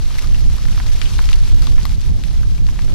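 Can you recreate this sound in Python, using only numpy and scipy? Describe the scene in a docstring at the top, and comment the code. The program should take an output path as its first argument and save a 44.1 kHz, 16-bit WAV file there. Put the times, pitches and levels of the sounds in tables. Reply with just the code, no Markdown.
"""Freezing rain under an iced tree

Freezing rain falls on an ice-coated tree and a crusted field; a hand-held stereo microphone is under the branches.
Far drops merge into a hiss of noise bands, and nearer ones patter as short rings at random times.
The nearest drops and twigs knock and snap one by one: a dry blow, a bright crack, a ring and a scattered tail.
Wind buffets the two microphone ports as low noise, partly in opposite polarity."""
import sys
import numpy as np
from scipy import signal
from scipy.fft import rfft, irfft
from scipy.io import wavfile

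SR = 44100
rng = np.random.default_rng(int(sys.argv[2]) if len(sys.argv) > 2 else 0)


def linear_from_db(decibels):
    """Turn decibels (scalar or array-like) into linear amplitude factors; 0 gives 1."""
    return 10 ** (np.asarray(decibels, float) / 20)


def log_audio(samples):
    """Write samples as a 16-bit WAV file to the path given in sys.argv[1]."""
    # one column per channel
    frames = np.atleast_2d(samples).T
    # limit to full scale, then quantise
    limited = np.clip(frames, -1, 1)
    pcm = np.round(limited * 32767).astype(np.int16)
    wavfile.write(sys.argv[1], SR, pcm)


N = 129654

# wind on the ports, sharpness counting against its own mean: time_s, level_db, sharpness_db
WIND_GUSTS = [(0, -14.5, -21.5), (.15, -14, -25.5), (.33, -11.5, -13.5), (.6, -9.5, -21.5),
              (.75, -12.5, -14), (.93, -11, -30), (1.13, -7, -23), (1.33, -8, -32.5), (1.5, -4.5, -30.5),
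              (1.7, -9.5, -11.5), (1.95, -12, -13.5), (2.05, -10, -21), (2.2, -14, -7.5), (2.45, -9.5, -18),
              (2.55, -11, -17.5), (2.72, -11.5, -17.5), (2.94, -14, -3)]
# spectrum of the buffeting, relative: frequency_hz, density_db_per_hz
BUFFET_SPECTRUM = [(4.7, -3), (8.0, -9.5), (22, 4.5), (39, -0.5), (83, -12), (200, -28.5), (407, -54.5),
                   (700, -52), (910, -103)]
# share of the wind's power common to both ports (the sign is ignored): frequency_hz, likeness_ratio
WIND_LIKENESS = [(25, -.86), (45, -.62), (90, -.45), (350, -.4), (700, -.1)]
# level of hiss and patter together, with sudden dips and rises: time_s, level_db
RAIN_LEVEL = [(0, -41), (.24, -37.5), (.28, -40.5), (.8, -38.5), (1.22, -36.5), (1.34, -37.5), (1.38, -39),
              (1.5, -37), (1.57, -40.5), (1.63, -39.5), (1.78, -41), (1.94, -39.5), (1.965, -47),
              (2.03, -41.5), (2.08, -40), (2.11, -46.5), (2.22, -44.5), (2.25, -41.5), (2.4, -43.5),
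              (2.55, -45.5), (2.82, -42.5), (2.94, -42.5)]
# spectrum of the far hiss, relative: frequency_hz, density_db_per_hz
HISS_SPECTRUM = [(210, 3), (350, -5), (522, -8), (1220, -8), (1940, -9.5), (3230, -7.5), (5060, -5.5),
                 (8310, -15), (12000, -20.5), (14500, -15), (16000, -39)]
# share of the hiss's power common to both ports: frequency_hz, likeness_ratio
RAIN_LIKENESS = [(500, 0.13), (1500, 0.044), (3000, 0.58), (11000, 0.17)]
# colour of hiss and patter between the sides: frequency_hz, left_right_db
RAIN_BALANCE = [(500, 0.5), (750, 2), (1400, 3), (2800, 4), (5500, 1.5), (11000, 2)]
# phase by which the left port leads in the rain: frequency_hz, lead_rad
PORT_LEAD = [(1500, 0), (3000, -.1), (4800, .6), (7300, 2.4), (15000, 6.4)]
# nearest knocks on iced twigs, levels relative: start_s, level_db, pitch_hz, left_right_db, crack_db
KNOCKS = [(0.106, -30.5, 1060, 22, -32), (0.1846, -23, 2100, 23.5, -17.5), (0.1913, -27.5, 3120, -8, -4.5),
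          (0.2424, -24.5, 1180, 6, -30), (0.3456, -17, 2830, 11, -26), (0.583, -21, 1240, -1, -28),
          (0.6849, -32, 2050, 21, -14), (0.7773, -19.5, 1240, 9, -25), (1.0571, -15.5, 3040, 10, -29),
          (1.1838, -19, 4100, 10, -26), (1.3169, -28.5, 1240, 22, -12), (1.623, -24, 1290, 15, -30),
          (1.671, -25, 1080, 19, -26), (1.8535, -15.5, 1190, 8.5, -13), (2.432, -28, 1550, 15, -24),
          (2.58, -33, 2530, 19, -18)]
# nearest dry snaps of ice, levels relative: start_s, level_db, centre_hz, left_right_db, crack_db
SNAPS = [(0.8007, -18, 1160, -6, -32), (1.016, -17.5, 2400, 21, -29), (1.1905, -15.5, 1150, 2.5, -37),
         (1.29, -18, 2360, 13.5, -39), (1.3305, -9.5, 3100, 6.5, -33), (1.6205, -21, 4360, 6, -12),
         (1.669, -17.5, 3740, 6.5, -32), (1.781, -21.5, 1560, 14.5, -31), (1.8315, -21, 4630, 3, -31),
         (2.015, -23.5, 4050, 1, -33), (2.2375, -26, 2640, 13, -14), (2.6889, -31.5, 1220, 22, -20),
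         (2.791, -20.5, 1410, 4.5, -33), (2.82, -24.5, 3460, 7, -32), (2.881, -28, 1830, 3, -30)]


def rms_one(x):
    """Scale to unit rms."""
    return x / np.sqrt(np.mean(x ** 2) + 1e-20)


def in_time(rows):
    """Columns of a table as curves over time."""
    s, *columns = np.transpose(rows)
    return [np.interp(np.arange(N) / SR, s, c) for c in columns]


def at_hz(points, hz):
    """Value of a table on a log-frequency axis."""
    table_hz, values = np.transpose(points)
    return np.interp(np.log(hz), np.log(table_hz), values)


def bin_hz():
    """Frequencies of the whole scene's spectrum, kept above zero for the log axis."""
    return np.maximum(np.arange(N // 2 + 1) * SR / N, 1)


def drift(rate_hz):
    """Slow chance with unit spread: noise through two equal poles at rate_hz."""
    step = 40  # samples between slow values
    r = np.exp(-2 * np.pi * rate_hz * step / SR)
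    chance = rng.standard_normal(N // step + 2002)
    slow = signal.lfilter([1], [1, -2 * r, r * r], chance)[2000:]
    return np.interp(np.arange(N) / step, np.arange(len(slow)), rms_one(slow - slow.mean()))


def ring(clicks, hz, cycles):
    """A resonator: a click rings at a pitch and dies by 60 dB in so many cycles."""
    r = linear_from_db(-60 * hz / (cycles * SR))
    w = 2 * np.pi * hz / SR
    return signal.lfilter([0, np.sin(w)], [1, -2 * r * np.cos(w), r * r], clicks + 1e-18)


def bandpass(x, order, low_hz, high_hz):
    """Butterworth band of a signal."""
    return signal.sosfilt(signal.butter(order, [low_hz, high_hz], "band", fs=SR, output="sos"), x)


def panned(x, pan_db):
    """Split between the channels by a left-right difference."""
    return np.array([x * linear_from_db(pan_db / 2), x * linear_from_db(-pan_db / 2)])


def lagged(x):
    """Delay the right port's signal by a phase that depends on frequency."""
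    return irfft(rfft(x) * np.exp(-1j * at_hz(PORT_LEAD, bin_hz())), N)


def noise_bands(edges, spectrum, likeness, moving_db):
    """Bands of noise with their own level, movement and likeness: (common, own left, own right)."""
    out, run_in = 0, SR // 2
    white = rng.standard_normal((2, 3, N + run_in))
    for k, (low, high) in enumerate(zip(edges, edges[1:])):
        hz = np.sqrt(low * high)
        # neighbouring bands take different noise
        band = bandpass(white[k % 2], 2, low, high)[:, run_in:]
        alike = np.clip(abs(at_hz(likeness, hz)), 0, 1)
        shares = np.sqrt([[alike], [1 - alike], [1 - alike]])
        out = out + linear_from_db(at_hz(spectrum, hz) + moving_db(hz)) * band * shares
    return out / np.sqrt(np.mean((out[0] + out[1]) ** 2))


def wind():
    """Eddies push one port and pull the other; gusts raise the level and sharpen the buffeting."""
    lump_db, lump_rate_hz, sharp_from_hz, pan_db = 2, 14, 190, -3
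    level_db, sharp_db = in_time(WIND_GUSTS)
    lumps = drift(lump_rate_hz)

    def moving_db(hz):
        sharpening = (sharp_db - sharp_db.mean()) / (1 + (sharp_from_hz / hz) ** 2)
        return lump_db * lumps + sharpening

    edges = 6 * 2 ** np.arange(0, 7.6, .5)
    common, left, right = noise_bands(edges, BUFFET_SPECTRUM, WIND_LIKENESS, moving_db)
    return np.array([common + left, right - common]) * panned(linear_from_db(level_db), pan_db)


def hiss():
    """Countless far drops: noise that surges as a whole and flickers band by band."""
    level_db, surge_db, flicker_db = 1.73, 1.2, 1.07  # level before the rain's level curve
    surge = surge_db * drift(40.0)

    def moving_db(hz):
        return surge + flicker_db * drift(44.0)

    edges = 300 * 2 ** np.arange(0, 6, .4)
    common, left, right = noise_bands(edges, HISS_SPECTRUM, RAIN_LIKENESS, moving_db)
    return linear_from_db(level_db) * np.array([common + left, lagged(common) + right])


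def patter():
    """Drops land at random in clumps, each ringing a few cycles at one of 24 pitches and its own place."""
    typical_drops_per_s, clump_db, clump_rate_hz = 500, 3.0, 12.0
    spread_db, place_spread_db, ring_cycles = 4, 6.5, 4.6
    level_db, tilt_db_per_octave = -4, 5.5  # level before the rain's level curve
    born = rng.random(N) < typical_drops_per_s * linear_from_db(clump_db * drift(clump_rate_hz)) / SR
    strength = linear_from_db(spread_db * np.minimum(rng.exponential(1, N), 3.5))
    drops = born * strength * rng.choice([-1, 1], N)
    place = rng.normal(0, place_spread_db, N)
    pitches = np.geomspace(700, 13000, 24)
    dealt = rng.integers(0, 24, N)  # which pitch each drop takes
    out = 0
    for k, hz in enumerate(pitches):
        gain_db = at_hz(HISS_SPECTRUM, hz) + tilt_db_per_octave * np.log2(hz / 4000)
        out = out + linear_from_db(gain_db) * ring(panned(drops * (dealt == k), place), hz, ring_cycles)
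    return linear_from_db(level_db) * rms_one(np.array([out[0], lagged(out[1])]))


def ticks(rows, blow_db):
    """Each tick is a dry blow, a bright crack and a swelling ring with an overtone, then a scattered tail."""
    tick_db, crack_gain_db = -6, 30  # added to the tables' levels
    overtone_ratio, overtone_db = 2.04, -23.5
    crack_t60_s, crack_high_hz = 0.007, 5500
    blow_span = 1.8  # the blow spreads over this ratio either side of the pitch
    scatter_db, scatter_t60_s = -8.5, 0.052  # the tick thrown back by twigs and crust
    out, size = np.zeros((2, N + SR)), SR // 16
    t = np.arange(size) / SR
    click = 1. * (t == 0)
    chance = rng.standard_normal((len(rows), 3, size))
    for (start_s, level_db, hz, pan_db, crack_db), noise in zip(rows, chance):
        cycles = 6.5 * np.sqrt(hz / 1000)  # higher pitches ring for more cycles
        # two equal resonators in series make the ring swell before it dies
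        main, overtone = [ring(ring(click, f, cycles), f, cycles) for f in (hz, overtone_ratio * hz)]
        body = main / abs(main).max() + linear_from_db(overtone_db) * overtone / abs(overtone).max()
        burst = click + noise[0] * linear_from_db(-60 * t / crack_t60_s)
        crack = bandpass(burst, 1, hz / 2, crack_high_hz)
        crack = crack / np.linalg.norm(crack)
        blow = bandpass(click, 2, hz / blow_span, min(hz * blow_span, SR / 3))
        blow = blow / abs(blow).max()
        direct = body + linear_from_db(blow_db) * blow + linear_from_db(crack_gain_db + crack_db) * crack
        # separate noise for each side scatters the tick
        echoes = noise[1:] * linear_from_db(scatter_db - 60 * t / scatter_t60_s)
        tail = signal.fftconvolve(echoes, direct[None] / np.linalg.norm(direct))[:, :size]
        i = int(start_s * SR)
        out[:, i:i + size] += linear_from_db(level_db + tick_db) * (direct + tail) * panned(np.ones(1), pan_db)
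    return np.array([out[0, :N], lagged(out[1, :N])])


def knocks():
    """Knocks on iced twigs: the pitched ring stands above the dry blow."""
    return ticks(KNOCKS, blow_db=-8.0)


def snaps():
    """Dry snaps of ice: the blow, spread wide around its centre, stands above the ring."""
    return ticks(SNAPS, blow_db=7.0)


def scene():
    """Rain, with hiss and patter coloured a little differently on each side, under the wind."""
    rain_level_db, = in_time(RAIN_LEVEL)
    sides = panned(0.97, at_hz(RAIN_BALANCE, bin_hz()))
    rain = irfft(rfft(hiss() + patter()) * sides, N)
    return linear_from_db(rain_level_db) * rain + knocks() + snaps() + wind()


def band_limit(x):
    """A steep low-pass at the top of the band."""
    return signal.sosfilt(signal.butter(12, 16510, fs=SR, output="sos"), x)


def record(dry):
    """Peaks are rounded softly towards full scale, then the microphone's top falls away."""
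    rounded = np.tanh(dry)
    top = signal.butter(4, 13150, fs=SR, output="sos")  # low-pass corner in Hz
    return band_limit(signal.sosfilt(top, rounded))


dry = scene()
out = record(dry)
log_audio(out)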